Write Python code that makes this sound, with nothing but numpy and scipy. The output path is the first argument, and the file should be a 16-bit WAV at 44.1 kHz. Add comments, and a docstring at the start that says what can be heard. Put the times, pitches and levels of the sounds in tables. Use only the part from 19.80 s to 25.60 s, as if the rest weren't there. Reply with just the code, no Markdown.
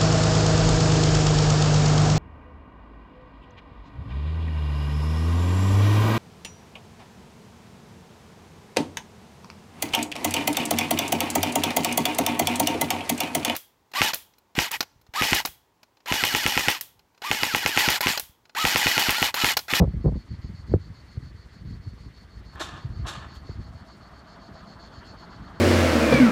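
"""Gusts of wind thump and rumble on the microphone, in an open car park on a hot day.
A cicada rasps about seven times a second by buckling its tymbals, two tiny drum skins.
Midway a far door rattles and bangs twice, each bang smeared and echoed by walls and trees.
Towards the end the tyre noise of distant traffic swells over the hush of the town,
and a small bird cheeps faintly."""
import sys
import numpy as np
from scipy import signal
from scipy.fft import rfft, irfft, next_fast_len
from scipy.io import wavfile
from scipy.ndimage import uniform_filter1d

SR = 44100
rng = np.random.default_rng(int(sys.argv[2]) if len(sys.argv) > 2 else 0)


def bounce(signal):
    """Save signal as a 16-bit WAV file at the path given by the first command-line argument."""
    frames = np.transpose(np.atleast_2d(signal))
    limited = np.clip(frames, -1, 1)
    pcm = np.round(limited * 32767).astype(np.int16)
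    wavfile.write(sys.argv[1], SR, pcm)


N = 255780
TIME = np.arange(N) / SR

# A "colour" says how strong a noise is from bass to treble.
# Colours of the town's hush, the traffic and the tyres' faint singing.
# Each row: frequency in Hz, relative level in dB.
HUSH_COLOUR = [(100, 18), (500, 3), (900, -18), (1500, -1.5), (2000, 3), (2500, -6), (3300, -7), (4100, -8),
               (4500, -10), (5000, -10.5), (7000, -17.5), (9600, -21.5), (10400, -25.5), (15000, -27)]
TRAFFIC_COLOUR = [(50, -28), (180, 12), (330, 2.5), (500, -2.5), (680, 1.5), (880, 1.5), (1200, 3.5),
                  (1750, -3.5), (2400, -21), (3200, -12.5), (4000, -20.5), (5500, -32), (9000, -59),
                  (14000, -55)]
TYRE_COLOUR = [(300, -72.5), (600, -3.5), (675, 5), (750, -17), (1500, -60)]
# How loud the traffic and the singing tyres are. Each row: time in seconds, level in dB.
TRAFFIC_LEVEL = [(0, -59.5), (2.3, -61), (2.7, -56.5), (3.5, -56.5), (4.1, -53), (4.8, -50), (5.4, -49),
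                 (5.8, -48)]
TYRE_LEVEL = [(0, -103.5), (3.6, -64.5), (4.4, -59.5), (4.85, -56), (5.3, -61.5)]
# The bird's cheeps. Each row: middle in seconds, level in dB, length in seconds, pitch in Hz,
# glide in Hz per second.
CHEEPS = [(5.037, -69, 0.041, 3320, -3000), (5.177, -68, 0.25, 3160, -4000),
          (5.255, -66, 0.056, 3230, 3000)]

# Colours of the wind's rumble and its small eddies (swirls of air).
# Each row: frequency in Hz, relative level in dB.
RUMBLE_COLOUR = [(20, -61), (35, -15), (55, 11), (90, 6), (140, 0), (200, -6), (280, -12.5), (450, -28.5),
                 (800, -76), (2000, -83)]
EDDY_COLOUR = [(80, -21), (135, 22.5), (280, 7), (480, 4.5), (700, -4.5), (1000, -13), (1300, -28),
               (2200, -45.5), (5000, -90)]
# The breeze between gusts. Each row: time in seconds, relative strength in dB.
BREEZE_STRENGTH = [(0.0, -15.5), (0.45, -53), (0.55, -42), (1.0, -35), (1.3, -49.0), (1.4, -34.5),
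                   (1.7, -45.5), (1.9, -35), (2.5, -52.5), (2.6, -37.5), (2.7, -44), (3.1, -36), (3.6, -42),
                   (3.8, -33.5), (4.1, -50.5), (4.9, -53.5), (5.1, -48.5), (5.8, -46)]
# Gusts on the microphone. Each row: start in seconds, strength in dB, hold in seconds.
GUSTS = [(0.0, -13, 0.043), (0.05, -40, 0.0088), (0.136, -21.5, 0.0054), (0.159, -27, 0.02),
         (0.242, -15, 0.051), (0.318, -18.5, 0.0073), (0.354, -20.5, 0.014), (0.503, -31.5, .04),
         (0.644, -28.5, 0.0087), (0.691, -29.5, 0.0075), (0.894, -26.5, 0.0075), (0.913, -19.5, 0.0087),
         (0.945, -16.5, 0.015), (1.877, -37.5, 0.087), (2.062, -31.5, 0.014), (2.261, -32.5, 0.011),
         (3.092, -33, 0.019), (3.162, -32, 0.1), (3.794, -35, 0.013), (5.596, -35, 0.026)]
# Lone eddies that thump the microphone. Each row: start in seconds, level in dB, sharpness in dB.
THUMPS = [(0.0098, -8.5, -9), (0.2586, -9.5, -3), (0.9386, -9, 4), (1.372, -21, -17), (3.046, -21.5, -58),
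          (3.162, -37, -29), (3.194, -24.5, -31), (3.692, -25.5, -4)]
# A thump's slow swing, quick crack and sharp snap. Each row: frequency in Hz, rise in seconds.
THUMP_PARTS = [(110, 0.0045), (370, 0.0012), (1150, 0.00059)]

# Colour of the cicada's body. Each row: frequency in Hz, relative level in dB.
CICADA_COLOUR = [(2800, -35), (3900, -16.5), (4300, -6.5), (4700, -15.5), (4950, -15.5), (5350, -22.5),
                 (5850, -27), (6350, -24.5), (6950, -26.5), (7500, -27.5), (8100, -48), (12000, -67)]
# Where its body rings. Each row: frequency in Hz, width in Hz, boost in dB.
CICADA_RESONANCES = [(4400, 110, 11), (4580, 70, 12.5), (5320, 150, 8), (6300, 200, 5.5), (6680, 150, 8),
                     (7200, 200, 3.5)]
# Pace of its syllables (single rasps). Each row: time in seconds, syllables per second.
CICADA_PACE = [(0.0, 6.625), (0.712, 7.924), (1.926, 6.289), (3.073, 6.426), (3.452, 5.042), (3.898, 7.613),
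               (4.684, 7.494), (5.8, 8.412)]
# How loudly it sings. Each row: time in seconds, relative level in dB.
CICADA_EFFORT = [(0.0, -67.5), (0.5, -58), (1.6, -60), (1.9, -58.5), (2.4, -60.1), (3.7, -54.5),
                 (3.9, -61.5), (5.3, -53.5), (5.8, -60.5)]

# Colour of the door. Each row: frequency in Hz, relative level in dB.
DOOR_COLOUR = [(150, -48), (300, -5.5), (480, -7), (800, 0), (1200, -3.5), (1750, 2), (2020, -10),
               (2700, -4.5), (3700, -0.5), (4500, -4), (4900, -9.5), (6800, -8.5), (10200, -20),
               (12500, -23.5), (15500, -39)]
# Where the door rings. Each row: frequency in Hz, width in Hz, boost in dB (negative for a dip).
DOOR_RESONANCES = [(320, 70, 7.5), (940, 39, 1.5), (1078, 54, 9.5), (1222, 47, 10.5), (1316, 63, 5.5),
                   (1460, 21, 1), (1747, 43, 4.5), (2830, 85, 3.5), (3175, 71, -8), (3200, 61, 13),
                   (3480, 40, -18), (3530, 190, 8.5), (4260, 140, 1), (5400, 130, 6.5), (6070, 100, -2),
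                   (6000, 50, 5), (7330, 180, 4.5)]
# How the scattered sound dies away. Each row: frequency in Hz, seconds to fade by 60 dB.
TAIL_FADE = [(300, 0.81), (1300, 0.9), (3500, 0.43), (7000, 0.43), (13000, 0.19)]
# Thin ticks of the latch. Each row: middle in seconds, level in dB, length in seconds.
LATCH_TICKS = [(2.74, -69, 0.014), (2.756, -61, 0.0052), (3.558, -64, 0.028)]
# Knocks of the door in its frame. Each row: middle in seconds, level in dB before the treble is cut,
# length in seconds, treble cutoff in Hz.
RATTLES = [(2.736, -47, 0.007, 1490), (2.76, -40, 0.0054, 1380), (2.78, -40, 0.035, 1600),
           (2.813, -24.5, 0.014, 1540), (2.967, -67, .024, 7000), (3.262, -33, 0.021, 1250),
           (3.564, -51.5, 0.021, 6000)]
# The door's bangs. Each row: start in seconds, level in dB, rise in seconds, hold in seconds,
# then tail level and echo level, both in dB relative to the bang.
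BANGS = [(2.7955, -34.5, 0.012, 0.016, 2.5, -2.5), (3.263, -33.5, 0.022, 0.0052, 1.5, -28)]


def from_db(db):
    """Turn decibels into a number to multiply a sound by."""
    return 10 ** (np.asarray(db) / 20)


def level_curve(rows):
    """Join rows of (seconds, dB) into a volume curve."""
    return from_db(np.interp(TIME, *np.transpose(rows)))


def at_hz(points, hz):
    """Read a table at any frequency, giving each octave equal room."""
    points = np.array(points)
    return np.interp(np.log(hz + 1e-9), np.log(points[:, 0]), points[:, 1])


def noise(colour, resonances=()):
    """Noise with the given colour and resonances, scaled to a power of one."""
    size = next_fast_len(N, real=True)
    hz = np.arange(size // 2 + 1) * SR / size
    db = at_hz(colour, hz)
    for centre, width, boost in resonances:
        db = db + boost / (1 + (2 * (hz - centre) / width) ** 2)
    spectrum = rfft(rng.standard_normal(size)) * from_db(db)
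    coloured = irfft(spectrum, size)[:N]
    return coloured / np.sqrt(np.mean(coloured ** 2) + 1e-20)


def drift(hz):
    """A random wobble, about one in size, mostly slower than hz."""
    return noise([(hz, 0), (2 * hz, -15), (10 * hz, -90)])


def evened(x, span_s):
    """Even out the loudness of a noise over short spans."""
    size = max(int(span_s * SR), 2)
    power = uniform_filter1d(uniform_filter1d(x ** 2, size), size)
    return x / np.sqrt(power + 1e-6)


def swells(rows):
    """A volume curve of rounded bumps, from rows of (middle in seconds, dB, length in seconds)."""
    power = np.zeros(N)
    for middle, db, length in rows:
        near = slice(max(int((middle - 2 * length) * SR), 0), int((middle + 2 * length) * SR))
        power[near] += from_db(db) ** 2 * np.exp(-(2 * (TIME[near] - middle) / length) ** 2)
    return np.sqrt(power)


def low_pass(x, hz, order=2):
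    """Soften the treble above hz."""
    return signal.sosfilt(signal.butter(order, hz, fs=SR, output="sos"), x + 1e-18)


def high_pass(x, hz, order=2):
    """Thin out the bass below hz."""
    return signal.sosfilt(signal.butter(order, hz, "high", fs=SR, output="sos"), x)


def octave_bands(x):
    """Split a sound into overlapping octaves, as pairs of (centre in Hz, sound)."""
    size = next_fast_len(N, real=True)
    bin_hz = np.arange(size // 2 + 1) * SR / size
    centres = 250 * 2. ** np.arange(7)
    octave = np.interp(np.log(bin_hz + 1), np.log(centres), np.arange(len(centres)))
    spectrum = rfft(x, size)
    shares = [np.maximum(1 - np.abs(octave - k), 0) for k in range(len(centres))]
    return [(hz, irfft(spectrum * share, size)[:N]) for hz, share in zip(centres, shares)]


def wavering(colour, depth_db):
    """Far-off noise whose octaves each swell and fade as the air moves."""
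    return sum(band * from_db(depth_db * drift(hz=17.5)) for _, band in octave_bands(noise(colour)))


def town(hush_db=-54):
    """The town gives a steady hush; traffic draws nearer, its tyres singing faintly."""
    hush = from_db(hush_db) * wavering(HUSH_COLOUR, depth_db=1.9)
    traffic = level_curve(TRAFFIC_LEVEL) * wavering(TRAFFIC_COLOUR, depth_db=2.74)
    tyres = level_curve(TYRE_LEVEL) * noise(TYRE_COLOUR)
    return hush + traffic + tyres


def bird(blur_hz=90):
    """A small bird gives short gliding whistles, blurred by the leaves."""
    out = np.zeros(N)
    for middle, db, length, hz, glide in CHEEPS:
        offset = TIME - middle
        whistle = np.sqrt(2) * np.sin(2 * np.pi * (hz + .5 * glide * offset) * offset)
        out += swells([(middle, db, length)]) * whistle
    return out * drift(hz=blur_hz)


def breeze_strength(puff_hz=34, puff_db=5.5):
    """The breeze rises and falls slowly; swirling air breaks it into random puffs."""
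    puffs = from_db(puff_db * np.clip(drift(puff_hz), -2, 2))
    return level_curve(BREEZE_STRENGTH) * puffs


def gust_strength(rise_s=0.0026, fade_db_per_s=756):
    """Each gust hits quickly, holds and dies away."""
    power = np.zeros(N)
    for start, db, hold in GUSTS:
        age = TIME - start
        fade_db = fade_db_per_s * np.maximum(age - hold, 0)
        power += (np.clip(age / rise_s, 0, 1) * from_db(db - fade_db)) ** 2
    return np.sqrt(power)


def wind(breeze_db=-4.5, hard_gust_db=-15, level_off_db=-5, eddy_db=-7.0, growth_per_octave=0.61):
    """Gusts rumble on the microphone; in hard ones the rumble levels off and small eddies take over."""
    strength = np.hypot(gust_strength(), from_db(breeze_db) * breeze_strength())
    force = strength / from_db(hard_gust_db)  # 1 means a hard gust
    limited_force = force / np.hypot(1, force / from_db(level_off_db))
    rumble = limited_force * evened(noise(RUMBLE_COLOUR), span_s=0.1)
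    # smaller eddies sound higher and grow more steeply with the gust
    bands = octave_bands(evened(noise(EDDY_COLOUR), span_s=0.0035))[:4]
    eddies = sum(band * force ** (1 + growth_per_octave * k) for k, (_, band) in enumerate(bands, 1))
    return from_db(hard_gust_db) * (rumble + from_db(eddy_db) * eddies)


def thumps(snap_db=-26, treble_cut_hz=2200):
    """A lone eddy gives one fast-dying swing of air pressure; sharp ones start with a crack and snap."""
    out = np.zeros(N)
    for start, db, sharp_db in THUMPS:
        age = np.clip(TIME - start, 0, .2)
        part_levels = (0, sharp_db, snap_db + 2 * sharp_db)
        for (hz, rise), part_db in zip(THUMP_PARTS, part_levels):
            shape = age / rise * np.exp(1 - age / rise)
            out += from_db(db + part_db) * shape * np.sin(2 * np.pi * hz * age)
    # the microphone does not pass slow changes of pressure
    return high_pass(low_pass(out, treble_cut_hz), hz=45)


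def cicada_syllables(first_middle_s=0.11, sounding_share=0.61, spread_db=1.16):
    """The song's volume curve: one flat-topped syllable per cycle, shorter as the pace quickens."""
    cycles = np.cumsum(np.interp(TIME, *np.transpose(CICADA_PACE))) / SR
    cycles = cycles - np.interp(first_middle_s, TIME, cycles)
    nearest = np.round(cycles).astype(int)
    shape = np.exp(-(2 * (cycles - nearest) / sounding_share) ** 4 / 2)
    random_db = spread_db * rng.standard_normal(size=100)[nearest]
    return level_curve(CICADA_EFFORT) * from_db(random_db) * shape


def cicada(buckles_per_s=215, pulse_depth=0.15, direct_db=-1.74, trees_db=-14):
    """The tymbals buckle fast and unevenly within each syllable; the trees send a faint wash back."""
    buckle_rate = buckles_per_s * (1 + 0.05 * drift(hz=8.23))
    pulses = 1 + pulse_depth * np.cos(2 * np.pi * np.cumsum(buckle_rate) / SR)
    syllables = cicada_syllables()
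    rasp = evened(noise(CICADA_COLOUR, CICADA_RESONANCES) * pulses, span_s=0.026)
    lingering = np.sqrt(np.abs(low_pass(syllables ** 2, hz=3.6, order=1)))
    wash = lingering * noise(CICADA_COLOUR, CICADA_RESONANCES)
    return from_db(direct_db) * syllables * rasp + from_db(trees_db) * wash


def latch():
    """Small metal parts tick, much higher in pitch than the bangs."""
    metal_colour = [(3000, -6), (7000, 3), (10000, -5), (11500, -9), (13500, -2), (16000, -10)]
    return swells(LATCH_TICKS) * noise(metal_colour)


def door_rattles():
    """The door knocks briefly in its frame around the bangs."""
    knocking = evened(noise(DOOR_COLOUR, DOOR_RESONANCES), span_s=0.0057)
    return sum(low_pass(knocking * swells([(middle, db, length)]), cut_hz)
               for middle, db, length, cut_hz in RATTLES)


def door_bangs(clatter_fade_s=0.17, tail_build_s=0.043, echo_delay_s=0.174, echo_length_s=0.056):
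    """Each bang is a short clatter, a scattered tail that loses its treble first, and a wall echo."""
    # the clatter is a crowd of hard contacts within a few milliseconds
    contacts = noise(DOOR_COLOUR, DOOR_RESONANCES) * from_db(drift(hz=250))
    ringing = evened(contacts, span_s=.012)
    # reflections arrive in clumps, so the tail wobbles by about 1.4 dB
    scattered = octave_bands(noise(DOOR_COLOUR, DOOR_RESONANCES) * from_db(1.4 * drift(hz=50)))
    out = np.zeros(N)
    for start, db, rise, hold, tail_db, echo_db in BANGS:
        age = np.maximum(TIME - start, 0)
        fade = from_db(-60 * np.maximum(age - rise - hold, 0) / clatter_fade_s)
        clatter = ringing * np.sqrt(np.minimum(age / rise, 1)) * fade
        tail = sum(band * from_db(-60 * age / at_hz(TAIL_FADE, hz)) for hz, band in scattered)
        tail *= from_db(tail_db) * (1 - np.exp(-age / tail_build_s))
        echo_shape = swells([(start + echo_delay_s, echo_db, echo_length_s)])
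        echo = low_pass(ringing * echo_shape, hz=670, order=1)
        out += from_db(db) * (clatter + tail + echo)
    return out


def scene():
    """All the sources add up at one microphone."""
    door = door_bangs() + door_rattles() + latch()
    return (door + cicada() + bird() + wind() + thumps() + town())[None]


def record(dry):
    """The microphone drops the deepest bass; the highest treble is cut steeply."""
    treble_cut = signal.ellip(10, .1, 80, 15300, fs=SR, output="sos")
    return signal.sosfilt(treble_cut, high_pass(dry, hz=36, order=3))


dry = scene()
out = record(dry)
bounce(out)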